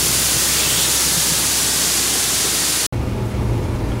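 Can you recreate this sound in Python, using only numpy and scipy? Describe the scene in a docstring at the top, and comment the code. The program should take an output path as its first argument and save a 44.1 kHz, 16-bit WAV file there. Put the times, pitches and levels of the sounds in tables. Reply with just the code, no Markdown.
"""Dry beans rush from a trailer's gate into a hopper: thousands of tiny impacts a second, with the
hopper drumming and thumping under them and a motor humming. Early on, a passing hand briefly cups
the sound; treble and hum fade as the listener backs away. The pour cuts to a moment of silence.
Then the cab of a harvester: wavering engine tones, low rumble and the muffled hiss of threshed
chaff. Near the end, something loose gives a quick double click."""
import sys
import numpy as np
from scipy import signal
from scipy.fft import rfft, irfft
from scipy.io import wavfile
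from scipy.ndimage import map_coordinates

SR = 44100
rng = np.random.default_rng(int(sys.argv[2]) if len(sys.argv) > 2 else 0)


def dump(signal):
    """Clip the signal to [-1, 1] and save it as 16-bit WAV at the path in sys.argv[1]."""
    limited = np.clip(np.atleast_2d(signal).T, -1, 1)
    pcm = np.round(limited * 32767).astype(np.int16)
    wavfile.write(sys.argv[1], SR, pcm)


N = 176400
T = np.arange(N) / SR
HZ = np.fft.rfftfreq(N, 1 / SR)
CUT_S, CAB_S = 2.8655, 2.9245  # the pour stops, the cab begins


def beans():
    """Beans click on each other and on the heap in loose clumps, blurring into a bright rush."""
    # tone of the impacts (frequency [Hz], level [dB])
    impact_eq = [(350, -21), (600, -8.5), (860, -6.5), (1050, -6.5), (1400, -5.5), (2200, -6), (3300, -3.5),
                 (4600, -1.9), (6400, -0.36), (7400, -0.55), (8400, -2), (9800, -2), (10800, -5),
                 (13000, -9), (15600, -12.5)]
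    # narrow resonances in the rush (frequency [Hz], width [Hz], lift [dB])
    peaks = [(9690, 300, 2.6), (6980, 300, 1.1), (4600, 300, 1.7), (3460, 250, 1.0)]
    # swell of the stream (time [s], level [dB])
    flow = [(0, 0), (.3, 0.7), (.68, 0), (.79, 0.8), (.92, 0.4), (1.19, 0.45), (1.42, -0.2), (1.65, 0.06),
            (2.3, -0.15), (2.86, -0.7)]
    dulling_hz, dulling_db_per_s = 11600, 1.7
    lift = sum(db / (1 + (2 * (HZ - hz) / width) ** 2) for hz, width, db in peaks)
    clicks = clumps(impacts(per_s=33000, spread_db=2.5), depth_db=.55, rate_hz=25)
    rush = unit(colour(clicks, spectrum(impact_eq) + lift))
    rush = reflected(rush, db=-15, longest_s=.008, drift=.0008)
    # the top treble starts lifted and fades as the listener backs away
    top = irfft(rfft(rush) * (1 - 1 / (1 + (HZ / dulling_hz) ** 12)), N)
    rush = rush + top * (amp(dulling_db_per_s * (CUT_S / 2 - T)) - 1)
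    return rush * amp(-17.5 + curve(flow) + .19 * wander(rate_hz=58))


def cupped(x):
    """A hand passes the microphone and colours the rush; the hollow rings higher as it draws off."""
    # tone with the hand at its closest (frequency [Hz], gain [dB])
    cupped_eq = [(1800, 0.5), (2200, 0), (2900, 2), (3600, 2.5), (4400, -0.8), (6000, -1), (7500, .5),
                 (9500, 0), (11000, -3), (13000, 0), (14800, 2), (16000, 2)]
    closest_s, reach_s, octaves_per_s = .69, .17, 2.4
    nearness = np.exp(-((T - closest_s) / reach_s) ** 2)
    hollow_hz = 2810 * 2 ** np.clip(octaves_per_s * (T - closest_s), -.5, .5)
    hollow = amp(4) * resonate(x, hollow_hz, width_hz=200)
    return x + nearness * (colour(x, spectrum(cupped_eq)) - x + hollow)


def hopper():
    """The weight of the falling beans drums and booms on the hopper in uneven lumps."""
    # body of the drumming (frequency [Hz], level [dB])
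    drum_eq = [(25, -36), (70, -24), (120, -10), (210, -2.5), (330, 1), (480, -3.5), (700, -11.5),
               (1200, -29), (3000, -60)]
    # tone of the deep boom (frequency [Hz], level [dB])
    boom_eq = [(25, -38), (42, -27), (70, -7), (105, -1), (160, -.5), (220, -8), (400, -30), (3000, -70)]
    # fade of the boom (time [s], level [dB])
    boom_fade = [(0, -32), (.8, -34.5), (1.3, -35), (1.6, -37.5), (2.85, -38)]
    drum_db, fade_db_per_s = -31.5, .38
    drum_hits = impacts(per_s=3000, spread_db=2) * amp(1.15 * wander(rate_hz=19))
    boom_hits = impacts(per_s=1500, spread_db=2) * amp(wander(rate_hz=14))
    drum = unit(colour(drum_hits, spectrum(drum_eq)))
    boom = unit(colour(boom_hits, spectrum(boom_eq)))
    return drum * amp(drum_db - fade_db_per_s * T) + boom * amp(curve(boom_fade))


def thumps():
    """Heavier slumps of beans push the hopper's damped low modes."""
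    # slumps (time [s], level [dB], pitch [Hz])
    slumps = [(.081, -27.5, 150), (.143, -32, 149.4), (.356, -27, 116), (.765, -25.5, 145),
              (1.165, -23.5, 150), (1.31, -23.5, 146), (2.44, -26.5, 387)]
    # modes of a thump (frequency [multiple of the pitch], level [dB])
    modes = [(.8, -6), (1.05, 0), (1.3, -9), (1.9, -12)]
    rise_s = .0129
    knocks = 0
    for start, db, hz in slumps:
        rises = np.maximum(T - start, 0) / rise_s
        envelope = (rises * np.exp(1 - rises)) ** 2
        phase = 2 * np.pi * hz * (T - start - rise_s)
        ring = sum(amp(mode_db) * np.sin(k * rng.uniform(.97, 1.05) * phase) for k, mode_db in modes)
        knocks += amp(db) * ring * envelope
    return knocks


def drone():
    """The harvester's engine and shafts hum, drifting together in pitch while each tone sways."""
    # engine and shaft tones (frequency [Hz], level [dB], unsteadiness [0-1])
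    tones = [(115.4, -24.5, .45), (53, -34.5, 0.2), (199.4, -34, 0.6), (270.3, -36.5, .6),
             (507, -41.5, 0.7), (619.5, -45.5, 0.8), (851, -45.5, 1), (1216, -51.5, .9)]
    clock = np.cumsum(1 + .0041 * wander(rate_hz=4)) / SR
    hum = 0
    for hz, db, unsteady in tones:
        sway = 1 + unsteady * (wander(rate_hz=9.4) + 1j * wander(rate_hz=10))  # level and phase
        tone = (sway * np.exp(2j * np.pi * (hz * clock + rng.random()))).real
        hum += amp(db) * tone / tone[T > CAB_S].std()
    return hum


def rumble():
    """A deep, gently heaving bed of noise fills the cab."""
    # tone of the rumble (frequency [Hz], level [dB])
    cab_eq = [(15, -17), (29, -5), (39, -9.5), (52, 1), (90, 1), (130, -4), (160, -8.5), (250, -9.5),
              (380, -7.5), (480, -16), (680, -19.5), (980, -19.5), (1120, -28), (1500, -38), (3000, -60)]
    bed = colour(rng.standard_normal(N), spectrum(cab_eq)) * amp(.88 * wander(rate_hz=12))
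    return amp(-22.5) * bed / bed[T > CAB_S].std()


def chaff():
    """Stalks and chaff tick through the machine, merging into a muffled hiss."""
    # tone of the threshing (frequency [Hz], level [dB])
    chaff_eq = [(650, -34), (1100, -5.5), (1230, -2), (1550, -8), (2000, -7.5), (2550, -7.5), (3000, -12),
                (3700, -13.5), (5600, -16.5), (7800, -20.5), (10600, -20.5), (15600, -30)]
    ticks = clumps(impacts(per_s=9000, spread_db=1), depth_db=.8, rate_hz=12)
    hiss = reflected(colour(ticks, spectrum(chaff_eq)), db=-9, longest_s=.010, drift=.0001)
    return hiss * amp(-38.5 + .4 * wander(rate_hz=20))


def motor():
    """A steady motor hums under the pour, fading as the listener backs away."""
    # partials of the hum (frequency [multiple of the pitch], starting level [dB])
    partials = [(.5, -68), (1, -34.5), (2, -44.5)]
    pitch_hz, fade_db_per_s = 63.2, 2
    turns = np.cumsum(pitch_hz * (1 + .003 * wander(rate_hz=2.4))) / SR
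    hum = sum(amp(db) * np.sin(2 * np.pi * (k * turns + rng.random())) for k, db in partials)
    return np.sqrt(2) * hum * amp(-fade_db_per_s * T)


def rattle():
    """A loose part of the cab clicks twice and rings briefly."""
    # clicks (time [s], level [dB])
    clicks = [(3.917, -34), (3.927, -40)]
    # modes of the part (frequency [Hz], level [dB], time to fall 60 dB [s])
    modes = [(1350, 4, .05), (1745, -4, .04), (2450, -4, .04), (3030, -2, .06), (3280, 0, .05)]
    clatter = 0
    for start, db in clicks:
        age = np.maximum(T - start, 0)
        ring = sum(amp(mode_db - 60 * age / t60) * np.sin(2 * np.pi * (hz * age + rng.random()))
                   for hz, mode_db, t60 in modes)
        clatter += amp(db) * ring * np.minimum(age / .002, 1)
    return clatter


def impacts(per_s, spread_db):
    """A dense train of clicks of random sign; a few are stronger than the rest."""
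    hits = rng.random(N) < per_s / SR
    size = np.minimum(rng.exponential(1, N), 5)
    return unit(hits * rng.choice([-1., 1.], N) * amp(spread_db * size))


def clumps(x, depth_db, rate_hz, count=9):
    """Lets each of several bands swell and sink on its own."""
    place = np.interp(np.log(HZ + 1), np.log([400, 16000]), [0, count - 1])
    bands = (irfft(rfft(x) * np.maximum(1 - abs(place - k), 0), N) for k in range(count))
    return sum(band * amp(depth_db * wander(rate_hz)) for band in bands)


def reflected(x, db, longest_s, drift, count=14):
    """Adds short echoes off nearby panels; their delays drift (s per s) as the listener moves."""
    echoes = 0
    for when, polarity, way in rng.uniform(-1, 1, (count, 3)):
        delay = longest_s * (.6 + .4 * when) + drift * way * T
        echoes += np.sign(polarity) * map_coordinates(x, [(T - delay) * SR], order=3, mode="wrap")
    return unit(x + amp(db) * echoes / np.sqrt(count))


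def resonate(x, hz, width_hz):
    """A resonance of gain 1 that sweeps along the curve hz."""
    turn = np.exp(2j * np.pi * np.cumsum(hz) / SR)
    pole = np.exp(-np.pi * width_hz / SR)
    return 2 * (turn * signal.lfilter([1 - pole], [1, -pole], x / turn)).real


def wander(rate_hz):
    """Smooth random motion of rms 1, up to about the given rate."""
    lowpass = (HZ > 0) / (1 + (HZ / rate_hz) ** 4)
    return unit(irfft(rfft(rng.standard_normal(N)) * lowpass, N))


def colour(x, db):
    """Equalises with a gain for each frequency."""
    return irfft(rfft(x) * amp(db), N)


def spectrum(points):
    """Joins (Hz, dB) points on a log-frequency axis."""
    hz, db = np.transpose(points)
    return np.interp(np.log(HZ + 1), np.log(hz + 1), db)


def curve(points):
    """Joins (s, value) points by straight lines."""
    return np.interp(T, *np.transpose(points))


def amp(db):
    """Decibels to gain."""
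    return 10 ** (np.asarray(db) / 20)


def unit(x):
    """Scales to an rms of 1."""
    return x / np.sqrt(np.mean(x ** 2) + 1e-20)


def scene():
    """The pour, a short silence, then the cab; both channels are alike."""
    fade_s = .0005
    pour = cupped(beans()) + hopper() + thumps() + motor()
    cab = drone() + rumble() + chaff() + rattle()
    mix = pour * np.clip((CUT_S - T) / fade_s, 0, 1) + cab * np.clip((T - CAB_S) / fade_s, 0, 1)
    return np.array([mix, mix])


def record(dry):
    """A steep low-pass trims the highest treble."""
    lowpass = signal.firwin(1023, 15780, window=("kaiser", 9), fs=SR)
    return signal.oaconvolve(dry, lowpass[None], "same")


dry = scene()
out = record(dry)
dump(out)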